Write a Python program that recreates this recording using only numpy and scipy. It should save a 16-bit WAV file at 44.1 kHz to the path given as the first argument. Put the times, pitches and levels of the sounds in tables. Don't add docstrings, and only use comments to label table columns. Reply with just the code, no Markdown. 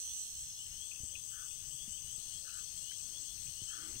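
import sys
import numpy as np
from scipy import signal
from scipy.fft import rfft, irfft, next_fast_len
from scipy.io import wavfile
from scipy.ndimage import map_coordinates

SR = 44100
rng = np.random.default_rng(int(sys.argv[2]) if len(sys.argv) > 2 else 0)


def file_out(sig):
    cols = np.atleast_2d(sig).T
    lim = np.clip(cols, -1, 1)
    pcm = np.round(lim * 32767).astype(np.int16)
    wavfile.write(sys.argv[1], SR, pcm)


N = 176400
RIGHT_LAG_S = .00055


def amp(db):
    return 10 ** (np.asarray(db) / 20)


def unit(x):
    return x / np.sqrt(np.mean(x ** 2) + 1e-20)


def clock():
    return np.arange(N) / SR


def along(points, hz):
    f, v = np.transpose(points)
    return np.interp(np.log(hz + 1), np.log(f + 1), v)


def wobble(rate):
    knots, steps = rng.standard_normal(1024), np.arange(0, N, 64)
    return np.interp(np.arange(N), steps, map_coordinates(knots, [steps * rate / SR], mode="wrap"))


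def filtered(x, response):
    m = next_fast_len(N + 8192)
    return irfft(rfft(x, m) * response(np.fft.rfftfreq(m, 1 / SR)), m)[..., :N]


def coloured(x, spectrum):
    return filtered(x, lambda hz: amp(along(spectrum, hz)))


def noise(spectrum, apart):
    mid, side = coloured(rng.standard_normal((2, N)), spectrum)
    return unit(np.array([mid + apart * side, mid - apart * side]))


def flutter(width_hz):
    return unit(filtered(rng.standard_normal(N), lambda hz: 1 / (1 + (hz / width_hz) ** 4) ** .5))


def arch(u):
    return np.sin(np.pi * np.clip(u, 0, 1))


def add(track, s, sound):
    i = round(s * SR)
    a, b = max(i, 0), min(i + len(sound), N)
    if b > a:
        track[a:b] += sound[a - i:b - i]


def wings(hz, rate, share, fall_hz, drift, scatter):
    phases, sizes = rng.standard_normal((2, 2048))
    pace = rate * (1 + drift * wobble(12))
    strokes = rng.random() + np.cumsum(pace) / SR
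    k = strokes.astype(int) % 2048
    u = strokes % 1 / share
    cycles = u * share / pace * (hz + fall_hz * (1 - u) / 2)
    return unit(arch(u) ** 2 * amp(1.35 * sizes[k]) * np.sin(2 * np.pi * cycles + scatter * phases[k]))


def choirs(count=9):
    # centre in Hz, spread in Hz, strokes a second, level in dB.
    kinds = [(6265, 286, 82, -50), (8388, 505, 110, -49.5)]
    out = np.zeros((2, N))
    for hz, spread_hz, rate, db in kinds:
        voices = np.zeros((2, N))
        for detune in np.linspace(-1, 1, count):
            pace, lag = rng.uniform(-1, 1, 2)
            voice = wings(hz + spread_hz * detune, rate * np.exp(.4 * pace),
                          share=.59, fall_hz=324, drift=.03, scatter=1.47)
            voice *= amp(-3 * detune ** 2)
            voices += [voice, np.roll(voice, int(lag * RIGHT_LAG_S * SR / 2))]
        out += amp(db + .49 * wobble(7.8)) * unit(voices)
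    return out


def chirper(first_s=.198, period_s=.2172, chirp_s=.125):
    from_middle = (clock() - first_s + period_s / 2) % period_s - period_s / 2
    swell = arch(from_middle / chirp_s + .5) ** .5
    strokes = wings(hz=7857, rate=156, share=.83, fall_hz=1430, drift=.027, scatter=.98)
    return grass(amp(-45.5) * swell * strokes, wet_db=-7, t60=.1)


def close_cricket(hz=5970, rate=118):
    # start and end in seconds, level in dB.
    notes = [(-.1, .265, -48), (.43, .59, -57), (.72, .86, -59)]
    t = clock()
    gate = sum(amp(db) * np.clip(np.minimum(t - a, b - t) / .042, 0, 1) for a, b, db in notes)
    shiver = 1 + .3 * np.sin(2 * np.pi * rate * t) + .072 * wobble(90)
    return gate * unit(shiver * np.sin(2 * np.pi * hz * t + 1.8 * wobble(70.8)))


def singers():
    # pitch in Hz, level in dB.
    songs = [(6220, -58.5), (6570, -60.5), (7945, -55.5), (8550, -60.5)]
    out = sum(amp(db) * unit(flutter(width_hz=36) * np.sin(2 * np.pi * hz * clock() + wobble(60)))
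              for hz, db in songs)
    return grass(out, wet_db=-8.5, t60=.077)


def glide(hz, length_s, rise, waver):
    t = np.arange(int(length_s * SR)) / SR
    knots = rng.standard_normal((2, 16))
    phase, size = [np.interp(t / length_s, np.linspace(0, 1, len(k)), k) for k in knots]
    cycles = t * (hz + rise * (t - length_s) / 2)
    return np.sqrt(2) * arch(t / length_s) * amp(.97 * size) * np.sin(2 * np.pi * cycles + waver * phase)


def whistlers(far_count=120, length_s=.1, rise=5200, chirp_s=.17):
    # middle in seconds, pitch in Hz, level in dB.
    near_whistles = [(0.621, 3050, -50.5), (0.811, 3240, -49.5), (1.11, 3110, -57), (1.408, 3280, -60),
                     (1.54, 3530, -60), (1.808, 3310, -51.5), (1.961, 3140, -51.5), (2.111, 3103, -54),
                     (2.351, 3194, -53), (2.77, 3240, -56), (2.909, 3080, -48.5), (3.15, 3276, -51.5),
                     (3.299, 3280, -58), (3.62, 3070, -52.5), (3.712, 3170, -48)]
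    # middle in seconds, level in dB.
    soft_chirps = [(1.19, -65.5), (1.609, -66.5), (2.07, -67), (2.529, -62.5), (2.929, -65.5), (3.401, -71)]
    out = np.zeros(N)
    for s, hz, db in near_whistles:
        add(out, s - length_s / 2, amp(db) * glide(hz, length_s, rise, waver=.6))
    for k, (when, pitch, size) in enumerate(rng.standard_normal((far_count, 3))):
        far_whistle = glide(3190 + 260 * np.tanh(pitch), length_s, rise, waver=.65)
        add(out, (k + when - 1) / far_count * N / SR, amp(-61.5 + 1.5 * size) * far_whistle)
    for s, db in soft_chirps:
        add(out, s - chirp_s / 2, amp(db) * glide(3965, chirp_s, rise=-350, waver=.4))
    return grass(out, wet_db=-6, t60=.18)


def trillers(flat_hz=187, settle_s=.064):
    # start, end and fade in seconds, pitch in Hz, strokes a second,
    # sounding share of a stroke, fall within a stroke in Hz, relative level in dB.
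    trills = [(-.4, .95, .04, 4250, 76.5, .3, 650, -58.5), (2.16, 4.1, .04, 4260, 76.5, .3, 700, -56.5),
              (.7, 4.1, .2, 4740, 78.5, .4, 150, -60.5), (2.15, 4.1, .1, 4620, 77, .35, 300, -63),
              (.13, .88, .3, 5420, 45, .85, 200, -54), (2.22, 2.9, .1, 5350, 45, .6, 150, -60),
              (2.86, 4.1, .06, 5440, 45, .6, 420, -56.5)]
    t, out = clock(), np.zeros(N)
    for start, end, fade_s, hz, rate, share, fall_hz, db in trills:
        gate = np.clip(np.minimum(t - start, end - t) / fade_s, 0, 1)
        pitch = hz - flat_hz * np.exp(-np.abs(t - start) / settle_s)
        level = amp(db - 1 + .7 * wobble(5))
        out += level * gate * wings(pitch, rate, share, fall_hz, drift=.01, scatter=1.6)
    return grass(out, wet_db=-5, t60=.05)


def ticks(t60=.08, snap_s=2.915, snap_t60=.064):
    # start in seconds, pitch in Hz, level in dB.
    hits = [(.662, 2830, -52), (.914, 2630, -40), (.961, 2660, -51), (1.153, 2680, -39.5),
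            (1.507, 2670, -52), (1.597, 2780, -52), (1.979, 2850, -47), (2.153, 2930, -50),
            (2.491, 2650, -51), (2.58, 2680, -53), (2.7, 2680, -50), (2.999, 2700, -52), (3.376, 2710, -51),
            (3.466, 2570, -48), (3.563, 2810, -51), (3.7, 2780, -50), (3.749, 2800, -49), (3.95, 2800, -47)]
    out, t = np.zeros(N), np.arange(SR // 5) / SR
    grain = flutter(width_hz=180)
    for s, hz, db in hits:
        rough = unit(grain[rng.integers(N - len(t)):][:len(t)])
        envelope = amp(db - 60 * t / t60) * (1 - np.exp(-t / .001))
        add(out, s, envelope * (rough + .6) * np.sin(2 * np.pi * hz * t))
    out = coloured(out, [(1900, -25), (2500, 0)])
    snap = unit(coloured(rng.standard_normal(N), [(900, -43), (1700, 11), (3500, 1), (6000, -27)]))
    add(out, snap_s, amp(-52 - 60 * t / snap_t60) * snap[:len(t)])
    return grass(out, wet_db=-8, t60=.11)


def hoarse_calls(from_hz=1600, to_hz=1200):
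    # start and length in seconds, level in dB. The middle two overlap into one call.
    calls = [(1.3, .2, -58.5), (2.44, .1, -60), (2.51, .135, -59), (3.67, .26, -55.5)]
    out = np.zeros(N)
    for s, length_s, db in calls:
        u = np.linspace(0, 1, int(length_s * SR))
        phase = 2 * np.pi * np.cumsum(from_hz + (to_hz - from_hz) * u) / SR
        rasp = sum(flutter(width_hz=240)[:len(u)] * wave(phase) for wave in (np.sin, np.cos))
        add(out, s, amp(db) * arch(u ** .84) ** 1.1 * rasp)
    out = coloured(out, [(850, -25), (1150, 0), (1700, 0), (2100, -7)])
    return grass(out, wet_db=-7, t60=.15)


def far_field(drone_hz=556, pulse_hz=60.3):
    # frequency in Hz, relative level in dB.
    blur_colour = [(200, -11), (900, -18), (1150, -17.5), (1290, -18), (1500, -19), (2250, -22.5),
                   (2700, -3.5), (3200, -1), (3550, -2), (3800, -14), (4400, -5), (5000, -5.5), (5400, 3.5),
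                   (5650, 0), (6200, 11), (6900, -2.5), (7400, 2), (8200, 7.5), (9000, 3.5), (9600, -9),
                   (10500, -10), (16000, -26.5)]
    sizzle_colour = [(8000, -51), (10000, -17.5), (11000, -1), (12400, -4), (13200, 0), (14300, -4.5),
                     (15700, 0.5)]
    pulse = 1 + .14 * np.sin(2 * np.pi * pulse_hz * clock() + .5 * wobble(3))
    drone = amp(-82) * unit(flutter(width_hz=10) * np.sin(2 * np.pi * drone_hz * clock()))
    blur = amp(-47 + .39 * wobble(5.94)) * noise(blur_colour, apart=.95)
    sizzle = amp(-53 + .49 * wobble(5.2)) * pulse * noise(sizzle_colour, apart=.9)
    return blur + sizzle + drone


def handling(rumble_db, bump_t60=.07):
    # start in seconds, pitch in Hz, relative level in dB.
    knocks = [(1.0, 30.7, -54.5), (1.033, 72.6, -46.5), (1.166, 45, -58.5), (1.568, 55, -58.5),
              (1.74, 128, -59), (1.877, 207, -57), (2.182, 79, -57.5), (2.258, 30, -61),
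              (3.483, 116, -54.5), (3.618, 105, -49), (3.955, 117, -50.5)]
    # start and length in seconds, level in dB.
    rustles = [(2.985, 0.31, -69.5), (3.733, .3, -59)]
    # frequency in Hz, relative level in dB.
    rustle_colour = [(100, -7), (220, 3.5), (320, 9), (480, -8.5), (800, -9.5), (1500, -7.5), (2200, -6),
                     (3000, -18), (6000, -44)]
    rumble_colour = [(15, 2), (35, 8), (90, 5), (150, 0.5), (230, -13), (340, -22), (480, -34.5),
                     (550, -20.5), (640, -50.5), (1000, -26), (3000, -15.5), (8000, -48)]
    bumps, t = np.zeros(N), np.arange(SR // 4) / SR
    thud = flutter(width_hz=140)
    for s, hz, db in knocks:
        puff = thud[rng.integers(N - len(t)):][:len(t)]
        envelope = amp(db - 60 * t / bump_t60) * (1 - np.exp(-t / .00085))
        add(bumps, s, envelope * (2 * np.sin(2 * np.pi * hz * t) + 1.1 * puff))
    swells = sum(amp(db) * arch((clock() - s) / length_s) for s, length_s, db in rustles)
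    rustle = swells * noise(rustle_colour, apart=.7)
    rumble = amp(-67 + rumble_db + 3.4 * wobble(10.19)) * noise(rumble_colour, apart=.051)
    return bumps + rustle + rumble


def grass(x, wet_db, t60):
    t = np.arange(SR // 3) / SR
    tail = rng.standard_normal((2, len(t))) * amp(-60 * t / t60)
    wet = signal.fftconvolve(x[None], tail / np.linalg.norm(tail[0]), axes=1)[:, :N]
    return (x + amp(wet_db) * wet) / np.hypot(1, amp(wet_db))


def dulled(x, share):
    # frequency in Hz, gain in dB when fully dull.
    treble_loss = [(400, 0), (900, 0.5), (1400, -0.5), (2200, -17.5), (3000, -13.5), (4300, -17),
                   (5400, -17), (6200, -19), (7000, -26), (7900, -27.5), (8600, -27), (10000, -16),
                   (15500, -16.5)]
    hz, t, spectra = signal.stft(x, SR, nperseg=512)
    gain_db = np.outer(along(treble_loss, hz), np.interp(t, clock(), share))
    return signal.istft(spectra * amp(gain_db), SR, nperseg=512)[1][:N]


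def scene():
    # time in seconds, left and right gain in dB, share of dulling, rumble gain in dB.
    sides = [(0, -0.5, 1, 0.051, -5), (.2, -2, 1, 0.036, -5.5), (.42, -2.5, 0, 0.15, 3),
             (.68, -1.5, 0, 0.47, 2.5), (.87, 0, 0, 0.99, 2.5), (2.3, .5, 0, 1, 4.5), (4, 0.5, 0, 1, 1)]
    times, *columns = np.transpose(sides)
    left_db, right_db, dull, rumble_db = [np.interp(clock(), times, c) for c in columns]
    crickets = choirs() + close_cricket() + singers() + trillers() + chirper()
    field = crickets + whistlers() + ticks() + hoarse_calls() + far_field()
    left, right = field * amp([left_db, right_db])
    left, right = np.array([left, dulled(right, dull)]) + handling(rumble_db)
    return np.array([left, np.pad(right, (round(RIGHT_LAG_S * SR), 0))[:N]])


def record(dry):
    return filtered(dry, lambda hz: hz < 15780)


dry = scene()
out = record(dry)
file_out(out)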